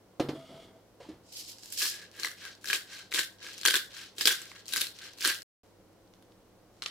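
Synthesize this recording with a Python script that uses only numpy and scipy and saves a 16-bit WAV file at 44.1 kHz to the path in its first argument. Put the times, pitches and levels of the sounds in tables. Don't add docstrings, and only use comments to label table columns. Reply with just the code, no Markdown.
import sys
import numpy as np
from scipy import signal
from scipy.io import wavfile
from scipy.ndimage import uniform_filter1d

SR = 44100
rng = np.random.default_rng(int(sys.argv[2]) if len(sys.argv) > 2 else 0)


def nominal_scale(level):
    x = np.asarray(level, float) / 20
    return 10 ** x


def master_out(mix):
    frames = np.transpose(np.atleast_2d(mix))
    ceiling = np.clip(frames, -1, 1)
    pcm = np.round(ceiling * 32767).astype(np.int16)
    wavfile.write(sys.argv[1], SR, pcm)


N = 304290

# time in seconds, peak in dB, snap in Hz, hollow body and bright spit in
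# dB relative to the snap.
CRACKS = [(1.8235, -20, 4300, -10.5, -17), (2.2333, -20, 3990, -12, -19), (2.2474, -22, 2040, 0.5, -5.5),
          (2.6862, -25, 4430, -9.5, -19.5), (2.7005, -25.5, 3050, 7, -6), (2.7095, -24, 3220, -17.5, -12),
          (2.7307, -16.5, 2460, -0.5, -14), (2.748, -20, 3500, -8, -14), (2.7545, -22.5, 2500, -22, -17),
          (3.1383, -20.5, 3560, -19, -14), (3.1452, -17, 3410, -10, -7), (3.1586, -22, 3570, -31, -15),
          (3.1862, -22.5, 3270, -14, -10), (3.1928, -18.5, 4030, -9, -13), (3.2049, -26, 3660, -28, -12),
          (3.6523, -13, 6160, -2, -12.5), (3.6597, -6.5, 3340, -7.5, -6.5), (3.6744, -14, 4650, -13.5, -2),
          (3.7012, -17.5, 3335, -8.5, -7), (3.7077, -16.5, 3200, -13, -11.5),
          (3.7414, -14, 3240, -3.5, -9.5), (3.755, -12.5, 3410, -10, -7), (4.1825, -26, 3862, -22.5, -20),
          (4.21, -16, 4870, -7, -18), (4.2553, -6.5, 4667, -14.5, -10.5), (4.2732, -6, 3490, -10, -9),
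          (4.2797, -14.5, 3190, -8.5, 1), (4.3168, -32.5, 3040, -17.5, 11),
          (4.7361, -17.5, 3800, -10.5, -1), (4.7611, -22.5, 6900, 2, -1), (4.768, -19, 4870, -9, -2),
          (4.7772, -27, 7230, -3, -2.5), (4.8033, -26.5, 4600, -26, -6), (4.8105, -23.5, 4500, -11.5, 4),
          (4.8156, -16.5, 3810, -26.5, 0), (5.2075, -27, 5010, -16, -14.5), (5.2249, -24.5, 4890, -15, -12),
          (5.2494, -13, 4250, -5, -5), (5.2758, -18.5, 9170, -13.5, -1), (5.2946, -20.5, 4330, -14, -10)]
SHARDS = [
    (2.739, -23.5, 3000, -3, -16),
    (3.1907, -17.5, 2550, -7.5, -20),
    (3.6836, -24, 2000, 9, -15),
    (5.257, -19.5, 3000, -2, -16),
    (5.2983, -24.5, 2800, -4, -14),
]
# time in seconds, peak in dB, snap in Hz, hollow body in dB relative to the snap.
CHIPS = [(1.9543, -40.5, 4390, -16), (2.115, -45, 5550, -23), (2.19, -44.5, 2160, -10),
         (2.1979, -29.5, 4950, -15), (2.2272, -39, 2220, -3), (2.3153, -37, 6030, -3),
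         (2.4215, -49, 3020, 4), (2.4523, -33.5, 3330, -11), (2.5518, -45, 4570, -13),
         (2.644, -35.5, 4960, 1), (2.6574, -30, 4890, -7), (2.674, -31, 3550, -8),
         (2.9413, -45.5, 2070, -10), (2.995, -56, 2150, 5), (3.112, -44, 3850, -9),
         (3.1188, -30.5, 3550, -6), (3.1252, -32.5, 2000, 3), (3.44, -51, 4150, -13),
         (3.4664, -39, 2390, 1), (3.4943, -44, 5000, -17), (3.5327, -39.5, 5100, -16),
         (3.58, -35, 5900, -33), (3.6133, -31.5, 4650, -26), (3.6332, -29, 3300, -9),
         (3.9675, -37, 3550, -13), (3.996, -45.5, 2220, -1), (4.0177, -47, 4290, 1),
         (4.2014, -47.5, 3600, -26), (4.4177, -35, 7650, -11), (4.4555, -41.5, 7200, -15),
         (4.5166, -47.5, 1960, 9), (4.657, -41, 4900, -27), (4.6651, -41.5, 4010, -28),
         (4.6819, -31, 5470, -34), (4.6899, -34, 5700, -27), (4.7238, -30, 3730, -8),
         (4.8689, -29, 4220, -21), (4.947, -52.5, 4610, -28), (4.965, -52, 4460, -13),
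         (4.9883, -38, 4230, -23), (5.1343, -44.5, 5620, -23), (5.1535, -55.5, 4110, -23),
         (5.1858, -41, 4130, -11), (5.219, -33, 2300, -0.5), (5.2448, -25, 3170, -4),
         (5.3471, -30.5, 6960, -16), (5.3872, -40, 4660, -15), (5.4203, -36, 5080, -21)]
# time in seconds, peak in dB, snap in Hz, bright spit
# in dB relative to the snap.
TAPS = [(1.5303, -45, 4500, -5), (1.585, -41, 5130, -20), (1.6345, -38, 5160, -15), (1.649, -51, 11000, -3),
        (1.6587, -37.5, 5470, -10), (1.7032, -40.5, 6870, -11), (1.7247, -31, 7300, -8),
        (1.776, -28, 5270, -4)]


def fractures():
    large = list(CRACKS) + list(SHARDS)
    chips = [(*row, -29) for row in CHIPS]
    taps = [(s, db, hz, -16, spit_db) for s, db, hz, spit_db in TAPS]
    return large, chips + taps


# start, rise and hold in seconds, grit in dB, hollow body in dB relative to grit.
CRUSH = [(1.76, 0.054, 0.05, -32, -7), (2.13, 0.13, 0.0115, -39, -0.5), (2.61, 0.098, 0.049, -34, -3.5),
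         (3.108, 0.056, 0.041, -32.5, -2), (3.63, 0.031, 0.032, -32, 0.5), (3.72, 0.021, .012, -28, 1),
         (4.15, 0.063, .006, -34.5, -17.5), (4.235, 0.045, 0.043, -31, -1.5),
         (4.66, 0.072, 0.1, -35.5, -13), (5.17, 0.093, 0.038, -29.5, -2.5)]
RETURN = [(1.9, 0.017, 0.12, -50.5, 0), (2.125, 0.032, 0.048, -56.5, 8), (2.37, 0.054, 0.067, -46, -2),
          (2.87, 0.048, 0.086, -45, -3.5), (3.385, 0.045, 0.065, -43, -3.5), (3.5, 0.015, 0.11, -49, -22.5),
          (3.9, 0.038, 0.11, -45.5, -6.5), (4.38, 0.013, 0.2, -51, -3.5), (4.95, 0.071, 0.054, -44.5, -3.5)]
# resonance in Hz, width in Hz, level in dB.
GRIT = [(2320, 6300, -5.5), (2650, 560, 0.5), (3270, 750, 0), (3950, 680, 0.5), (4560, 1200, -1),
        (5600, 1000, -2), (6760, 1300, -9.5)]
# resonance in Hz, width in Hz, level in dB.
DUST = [(7300, 1600, 11), (9800, 1300, 3), (11700, 2500, 1.5), (13900, 2100, 1)]
# resonance in Hz, width in Hz, level in dB.
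BODY = [
    (1658, 78, 3),
    (1530, 260, -3),
    (1800, 750, -3.5),
    (1050, 710, -13),
]
# resonance in Hz, width in Hz, level in dB.
GRIP = [(342, 89, 13), (520, 140, 7), (110, 120, -11.5)]
# time in seconds, left-right difference in dB.
MILL_PLACE = [(1.3, -8), (2.2, 2.6), (3.7, 3), (4.2, -2.5), (4.5, -3), (4.7, 3.5), (5.3, -4)]


def mill():
    crushing = twist(CRUSH, build_db=29, release_db_per_s=250.5, dust_db=-5.5, dust_steepness=0.86)
    rubbing = twist(RETURN, build_db=12.5, release_db_per_s=218, dust_db=-11.5, dust_steepness=2.5)
    grit, body, dust = crushing + rubbing
    large, small = fractures()
    crumble = debris(large + small, t60=0.097)

    ground = spread(lambda: grains(2000, spread_db=2.0, clump_db=4.0), 0.35)
    centre = ground.sum(axis=0)
    burrs = rms_one(band(resonate(ground, GRIT, dealt=True), 890, 8000))
    cavity = rms_one(wander(resonate(centre, BODY)))
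    hands = rms_one(resonate(centre, GRIP))
    powder = rms_one(band(resonate(ground, DUST, dealt=True), 3700, 22000))

    sound = (grit + nominal_scale(-16.0) * crumble) * burrs
    sound += (nominal_scale(0.5) * body + nominal_scale(-28.5) * crumble) * cavity
    sound += (nominal_scale(-28) * crumble + nominal_scale(-17.5) * body) * hands
    sound += lean(0.8) * (dust + nominal_scale(-17) * crumble) * powder

    cracks = snaps(small, MILL_PLACE, ring_ms=0.57, width=0.2, crack_db=-18, hollow=BODY, hollow_db=-1.0,
                   jolt_db=-34.5, gain_db=2.0, top_hz=15540)
    cracks += snaps(large, MILL_PLACE, ring_ms=1.3, width=0.078, crack_db=-4.5, hollow=BODY, hollow_db=0.3,
                    jolt_db=-33.5, gain_db=-1.0, top_hz=15700)
    return nominal_scale(-2.5) * sound * lean(0.5) + cracks


def twist(rows, build_db, release_db_per_s, dust_db, dust_steepness):
    effort = [row[:4] for row in rows]
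    hollow = [(*row[:3], row[3] + row[4]) for row in rows]
    grit = swell(effort, build_db, release_db_per_s)
    body = swell(hollow, build_db, release_db_per_s, steep=2)
    dust = nominal_scale(dust_db) * swell(effort, build_db, release_db_per_s, dust_steepness)
    return np.array([grit, body, dust])


# time in seconds, pitch ratio.
BODY_PITCH = [(1.8, 1.03), (2.4, 1.03), (2.52, .96), (2.7, 1.0), (3.1, .99), (3.65, 1.0), (3.85, .96),
              (4.0, .98), (4.4, 1.01), (4.75, .98), (5.4, 1.01)]
BODY_WANDER = 0.008


def wander(x):
    ratio = np.interp(np.arange(N) / SR, *np.transpose(BODY_PITCH)) + BODY_WANDER * drift(5.0)
    return np.interp(np.cumsum(ratio) % (N - 1), np.arange(N), x) * nominal_scale(1.5 * drift(31))


def snaps(rows, place, ring_ms, width, crack_db, hollow, hollow_db, jolt_db, gain_db, top_hz):
    out, t = np.zeros((2, N)), np.arange(1500) / SR
    envelope = (1 - np.exp(-t / 0.00011)) * np.exp(-t * 1000 / ring_ms)
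    for s, db, hz, body_db, spit_db in rows:
        burst, other = rng.standard_normal((2, len(t))) * envelope
        ears = pair(burst, other, 0.44)
        ring = crest(resonate(ears, [(hz, width * hz, 0)]))
        crack = crest(band(band(ears, 2000, 5400), 1200, 8000))
        spit = crest(band(band(pair(burst, other, 0.1), 6600, top_hz), 3600, 13000))
        snap = crest(ring + nominal_scale(crack_db) * crack) + nominal_scale(spit_db - 0.5) * spit

        detune = np.interp(s, *np.transpose(BODY_PITCH)) + BODY_WANDER * rng.standard_normal()
        body = resonate(burst, [(centre * detune, wide, level) for centre, wide, level in hollow])
        snap += nominal_scale(body_db + hollow_db) * crest(body)
        snap += nominal_scale(jolt_db) * crest(resonate(np.abs(burst), GRIP))
        add(out, s - 0.0003, nominal_scale(db + gain_db) * snap, np.interp(s, *np.transpose(place)))
    return out


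def debris(rows, t60):
    power = np.zeros(N)
    np.add.at(power, [round(row[0] * SR) for row in rows], nominal_scale([2 * row[1] for row in rows]))
    return np.sqrt(signal.lfilter([1], [1, -nominal_scale(-120 / (t60 * SR))], power))


# start, rise and hold in seconds, patter in dB, bright
# part in dB relative to the patter.
TUMBLE = [
    (1.233, .06, .03, -54.5, -17),
    (1.317, .008, 0.028, -42.5, -6),
    (1.342, 0.027, 0.033, -39, -6),
    (1.43, 0.059, 0.0078, -40.5, -6),
    (1.546, 0.1, .09, -48.5, -8),
    (1.71, 0.015, 0.0049, -36, -0.5),
    (1.76, 0.028, 0.095, -28.5, -4.5),
]
# resonance in Hz, width in Hz, level in dB.
SHELL = [(3160, 4700, -5.5), (5000, 1400, 0), (7460, 810, -3.5)]


def tumble():
    patter = swell([row[:4] for row in TUMBLE], build_db=12.5, release_db_per_s=220)
    bright = swell([(*row[:3], row[3] + row[4]) for row in TUMBLE], build_db=42, release_db_per_s=380)
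    hits = spread(lambda: grains(6000, spread_db=-2.5, clump_db=3.5), 0.18)
    walls = rms_one(band(resonate(hits, SHELL, dealt=True), 2400, 12000))
    clicks = rms_one(band(hits, 8400, 13900))
    return nominal_scale(-3.5) * (patter * walls + bright * clicks) * lean(-0.5)


# time in seconds, peak in dB, tick in dB relative to the peak, pitch favoured by the
# spot struck in Hz.
KNOCKS = [(0.197, -13, -13, 623), (0.2035, -18, -29, 290), (0.2249, -31, -30, 255),
          (0.247, -25.5, -26, 280), (0.2863, -22, -10.5, 520), (0.2906, -22, -19, 306),
          (0.333, -33, -30, 288), (0.358, -34.5, -21, 270), (0.51, -43.5, -8, 280),
          (1.002, -32.5, -26, 580), (1.046, -38.5, -20, 850), (1.063, -44, -20, 300),
          (1.088, -33, -11.5, 320), (1.0978, -34, -30, 323), (1.113, -42, -12, 320), (1.138, -41, -13, 347)]
# pitch in Hz, level in dB, decay time t60 in seconds.
COUNTER = [(110, -8, 0.215), (141.5, 1, 0.72), (264.6, -6.5, 0.6), (310, 11.5, 0.057), (358, 1.5, 0.12),
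           (482, -1, 0.18), (545.5, 6.5, 0.077), (710, -0.5, 0.095), (860, 0, 0.075), (974, -1, 0.13),
           (1256, -15, .05), (1290, -6, .05)]


def jar_knocks():
    out, t = np.zeros((2, N)), np.arange(9000) / SR
    for s, db, tick_db, spot_hz in KNOCKS:
        blow = np.zeros(len(t))
        for hz, level_db, t60 in COUNTER:
            mode_db = level_db - 17.5 * abs(np.log2(hz / spot_hz)) + rng.normal(0, 2.6)
            blow += nominal_scale(mode_db - 60 * t / t60) * np.sin(2 * np.pi * hz * t)
        blow += band(rng.standard_normal(len(t)), 110, 830) * nominal_scale(2.5 - 60 * t / 0.26)
        blow += band(rng.standard_normal(len(t)), 1017, 4700) * nominal_scale(tick_db + 11.0 - 60 * t / 0.1)
        blow += band(rng.standard_normal(len(t)), 5000, 15000) * nominal_scale(tick_db - 20.5 - 60 * t / 0.51)
        rise_s = 0.00072 * nominal_scale(-0.4 * (db + 13))
        add(out, s, nominal_scale(db - 10.5) * blow * (1 - np.exp(-t / rise_s)), pan_db=-1.2)
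    return out


# start, rise and hold in seconds, level in dB.
SLIDE = [
    (0.33, 0.025, 0.064, -51.5),
    (.45, 0.045, 0.15, -51),
    (.74, 0.015, 0.023, -66),
]
# resonance in Hz, width in Hz, level in dB.
SCRAPE = [(1250, 52, 8.5), (2106, 270, 1.5), (2850, 88, 2), (3380, 230, 7), (4650, 190, -8),
          (6000, 280, -18)]
# start, rise and hold in seconds, level in dB.
SQUEAK = [(.35, 0.0098, 0.084, -49), (.45, .02, 0.018, -64), (.505, 0.06, 0.033, -50),
          (.62, 0.034, 0.0099, -60), (.72, 0.018, 0.05, -62.5)]
# start, rise and hold in seconds, level in dB.
BUMPS = [(.29, 0.0062, .005, -44), (.49, 0.05, .01, -52.5), (.6, 0.038, 0.083, -58)]
# start, rise and hold in seconds, level in dB.
SCUFF = [(0.99, 0.015, 0.012, -58.5), (1.07, .03, 0.031, -85)]
# start, rise and hold in seconds, level in dB.
THUDS = [(.995, .025, 0.027, -52), (1.085, 0.032, 0.072, -54)]


def jar_slide():
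    rubbing = grains(4000, spread_db=2.0, clump_db=2.0)
    squeak_hz = 654 + 6.0 * drift(25)
    singing = np.sin(2 * np.pi * np.cumsum(squeak_hz) / SR) * nominal_scale(2.5 * drift(40))
    out = nominal_scale(2.5) * swell(SQUEAK, build_db=6, release_db_per_s=883) * singing

    scraping = rms_one(resonate(rubbing, SCRAPE) + nominal_scale(-6.5) * band(rubbing, 1400, 7200))
    out += nominal_scale(-7.0) * swell(SLIDE, build_db=2.5, release_db_per_s=190) * scraping
    shaking = nominal_scale(-23) * rms_one(band(rubbing, 30, 75)) + nominal_scale(0.5) * rms_one(band(rubbing, 68, 620))
    out += swell(BUMPS, build_db=1, release_db_per_s=139) * shaking
    out += nominal_scale(-9.5) * swell(THUDS, build_db=14, release_db_per_s=200) * rms_one(band(rubbing, 55, 130))
    out += nominal_scale(3.0) * swell(SCUFF, build_db=39, release_db_per_s=116) * rms_one(band(rubbing, 530, 4700))
    return out


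# time in seconds, peak in dB, snap in Hz, low part and bright spit in dB relative
BAG = [(5.93, -66, 9020, -20, -2), (6.0756, -60, 4000, -7, -15), (6.1375, -49.5, 5300, -12, -20),
       (6.165, -65, 3550, -15, -15), (6.2247, -53.5, 6000, -9, -5), (6.2302, -63, 3010, -9.5, -15),
       (6.3202, -56, 3460, -13, -20), (6.7664, -64, 5030, -14.5, -15), (6.8217, -25.5, 3860, -13.5, -25),
       (6.8292, -33.5, 7900, -13, -23), (6.836, -33, 3500, -21, -8), (6.856, -39, 3200, -10, -17),
       (6.8603, -21.5, 2960, -17, -26), (6.862, -26, 5630, -19, -26), (6.8678, -44, 5000, -4, -12),
       (6.8985, -42, 4000, -8, -15)]
# start, rise and hold in seconds, level in dB.
RUSTLE = [
    (5.63, 0.014, 0.033, -69),
    (6.1, 0.042, 0.0039, -78),
    (6.3, .016, .004, -72),
    (6.72, 0.015, 0.1, -67),
]


def bag():
    film = rms_one(band(spread(lambda: grains(6000, spread_db=9.0, clump_db=1.5), 0.4), 1149, 7500))
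    level = nominal_scale(-6.0) * swell(RUSTLE, build_db=15, release_db_per_s=72.5) + nominal_scale(-21) * debris(BAG, t60=0.2)
    flips = snaps(BAG, [(6, -0.4)], ring_ms=1.5, width=0.13, crack_db=4.5, hollow=[(1140, 290, 0)],
                  hollow_db=3.0, jolt_db=-22, gain_db=-0.1, top_hz=14000)
    return signal.sosfilt(signal.butter(4, 12500, fs=SR, output="sos"), level * film + flips)


# lower and upper edge in Hz, decay time t60 in seconds, level in dB, left-right likeness
WALLS = [
    (60, 500, .25, -11, .95),
    (500, 1200, .25, -12, .75),
    (1200, 2500, .28, -3, .5),
    (2500, 6000, .26, -2, .1),
    (6000, 16000, .22, -3, .02),
]


def kitchen(x):
    t, white = np.arange(SR // 2) / SR, rng.standard_normal((2, SR // 2))
    tail = 0
    for low, high, t60, db, alike in WALLS:
        tail = tail + nominal_scale(db - 28.0 - 60 * t / t60) * pair(*band(white, low, high), alike)
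    build_up = 1 - np.exp(-(t / 0.00023) ** 2)
    return signal.fftconvolve(x.mean(axis=0, keepdims=True), tail * build_up, axes=1)[:, :N]


# frequency in Hz, density in dB per Hz.
AIR = [(18, -47.5), (32, -10), (98, -13), (311, -7.5), (480, -8.5), (2100, -26.5), (5000, -27.5),
       (10000, -33.5)]
# frequency in Hz, left-right likeness up to 1, values below 0 counting as
LIKENESS = [(60, 0.72), (180, 0.79), (550, 0.69), (1650, 0.69), (4970, -0.8), (15000, -0.02)]
# resonance in Hz, width in Hz, level in dB.
HUM = [(104, 34, -84), (187, 8.4, -73.5), (316, 27, -71), (476, 9.5, -75.5), (538, 14, -74.5)]
CUT_S = (5.4305, 5.6335)


def room_tone():
    air, edges, white = 0, 24 * 2 ** np.arange(0, 9.6, 0.5), rng.standard_normal((2, 2, N))
    for k, (low, high) in enumerate(zip(edges, edges[1:])):
        hz = np.sqrt(low * high)
        air = air + nominal_scale(at_hz(AIR, hz)) * pair(*band(white[k % 2], low, high), at_hz(LIKENESS, hz))
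    hum = 0
    for hz, width, db in HUM:
        hum = hum + nominal_scale(db) * rms_one(resonate(rng.standard_normal(N), [(hz, width, 0)]))
    motor_hz = 104.5 + 3.1 * drift(3.5)
    hum += nominal_scale(-67) * np.sin(2 * np.pi * np.cumsum(motor_hz) / SR)
    traffic = nominal_scale(-74.5) * rms_one(band(white[0, 0], 26, 51)) * (np.arange(N) / SR > CUT_S[1])
    return nominal_scale(-61) * rms_one(air) + hum * lean(-0.5) + traffic


def swell(rows, build_db, release_db_per_s, steep=1):
    power, at = 1e-20, np.arange(0, N + 50, 50)
    for s, rise, hold, db in rows:
        knots = np.cumsum([s, abs(rise), abs(hold), 1])
        below = np.interp(at / SR, knots, [build_db, 0, 0, release_db_per_s], left=150, right=150)
        power = power + nominal_scale(2 * (db - steep * below))
    return np.interp(np.arange(N), at, np.sqrt(power))


def grains(per_s, spread_db, clump_db):
    born = rng.random(N) < per_s * nominal_scale(clump_db * drift(60)) / SR
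    size = nominal_scale(spread_db * np.minimum(rng.exponential(1, N), 4))
    return rms_one(born * size * rng.choice([-1, 1], N))


def resonate(x, peaks, dealt=False):
    out, turn = 0, rng.integers(0, len(peaks), np.shape(x)[-1])
    for k, (hz, width, db) in enumerate(peaks):
        r = np.exp(-np.pi * width / SR)
        poles = [1, -2 * r * np.cos(2 * np.pi * hz / SR), r * r]
        zeros = np.array([1, 0, -1]) * (1 - r * r) / 2
        mine = x * (turn == k) if dealt else x
        out = out + (-1) ** k * nominal_scale(db) * signal.lfilter(zeros, poles, mine + 1e-18)
    return out


def drift(rate):
    r = np.exp(-2 * np.pi * rate / SR)
    return rms_one(signal.lfilter([1], [1, -2 * r, r * r], rng.standard_normal(N + 9000))[9000:])


def band(x, low_hz, high_hz):
    return signal.sosfilt(signal.butter(2, [low_hz, min(high_hz, SR / 2.1)], "band", fs=SR, output="sos"), x)


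def rms_one(x):
    return x / np.sqrt(np.mean(x ** 2) + 1e-20)


def crest(x):
    return x / np.sqrt(2 * uniform_filter1d(x ** 2, size=40).max(axis=-1, keepdims=True))


def at_hz(points, hz):
    known_hz, value = np.transpose(points)
    return np.interp(np.log(hz), np.log(np.maximum(known_hz, 1)), value)


def pair(mid, side, alike):
    alike = np.clip(alike, 0, 1)
    return np.sqrt((1 + alike) / 2) * mid + np.sqrt((1 - alike) / 2) * side * [[1], [-1]]


def spread(make, alike):
    return pair(make(), make(), alike)


def lean(db):
    return nominal_scale([[db], [-db]])


def add(out, s, sound, pan_db):
    i = round(s * SR)
    out[:, i:i + sound.shape[-1]] += lean(pan_db / 2) * sound[..., :N - i]


def scene():
    near = mill() + tumble() + jar_knocks() + jar_slide() + bag()
    return near + kitchen(near) + room_tone()


def low_pass(x):
    return signal.sosfilt(signal.butter(12, 16630, fs=SR, output="sos"), x)


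def record(dry):
    t = np.arange(N) / SR
    rounded = 0.84 * np.tanh(dry / 0.94)
    dull = signal.sosfilt(signal.cheby2(10, 45, 16650, fs=SR, output="sos"), rounded)
    heard = (t < CUT_S[0]) | (t > CUT_S[1])
    return low_pass(dull * heard)


dry = scene()
out = record(dry)
master_out(out)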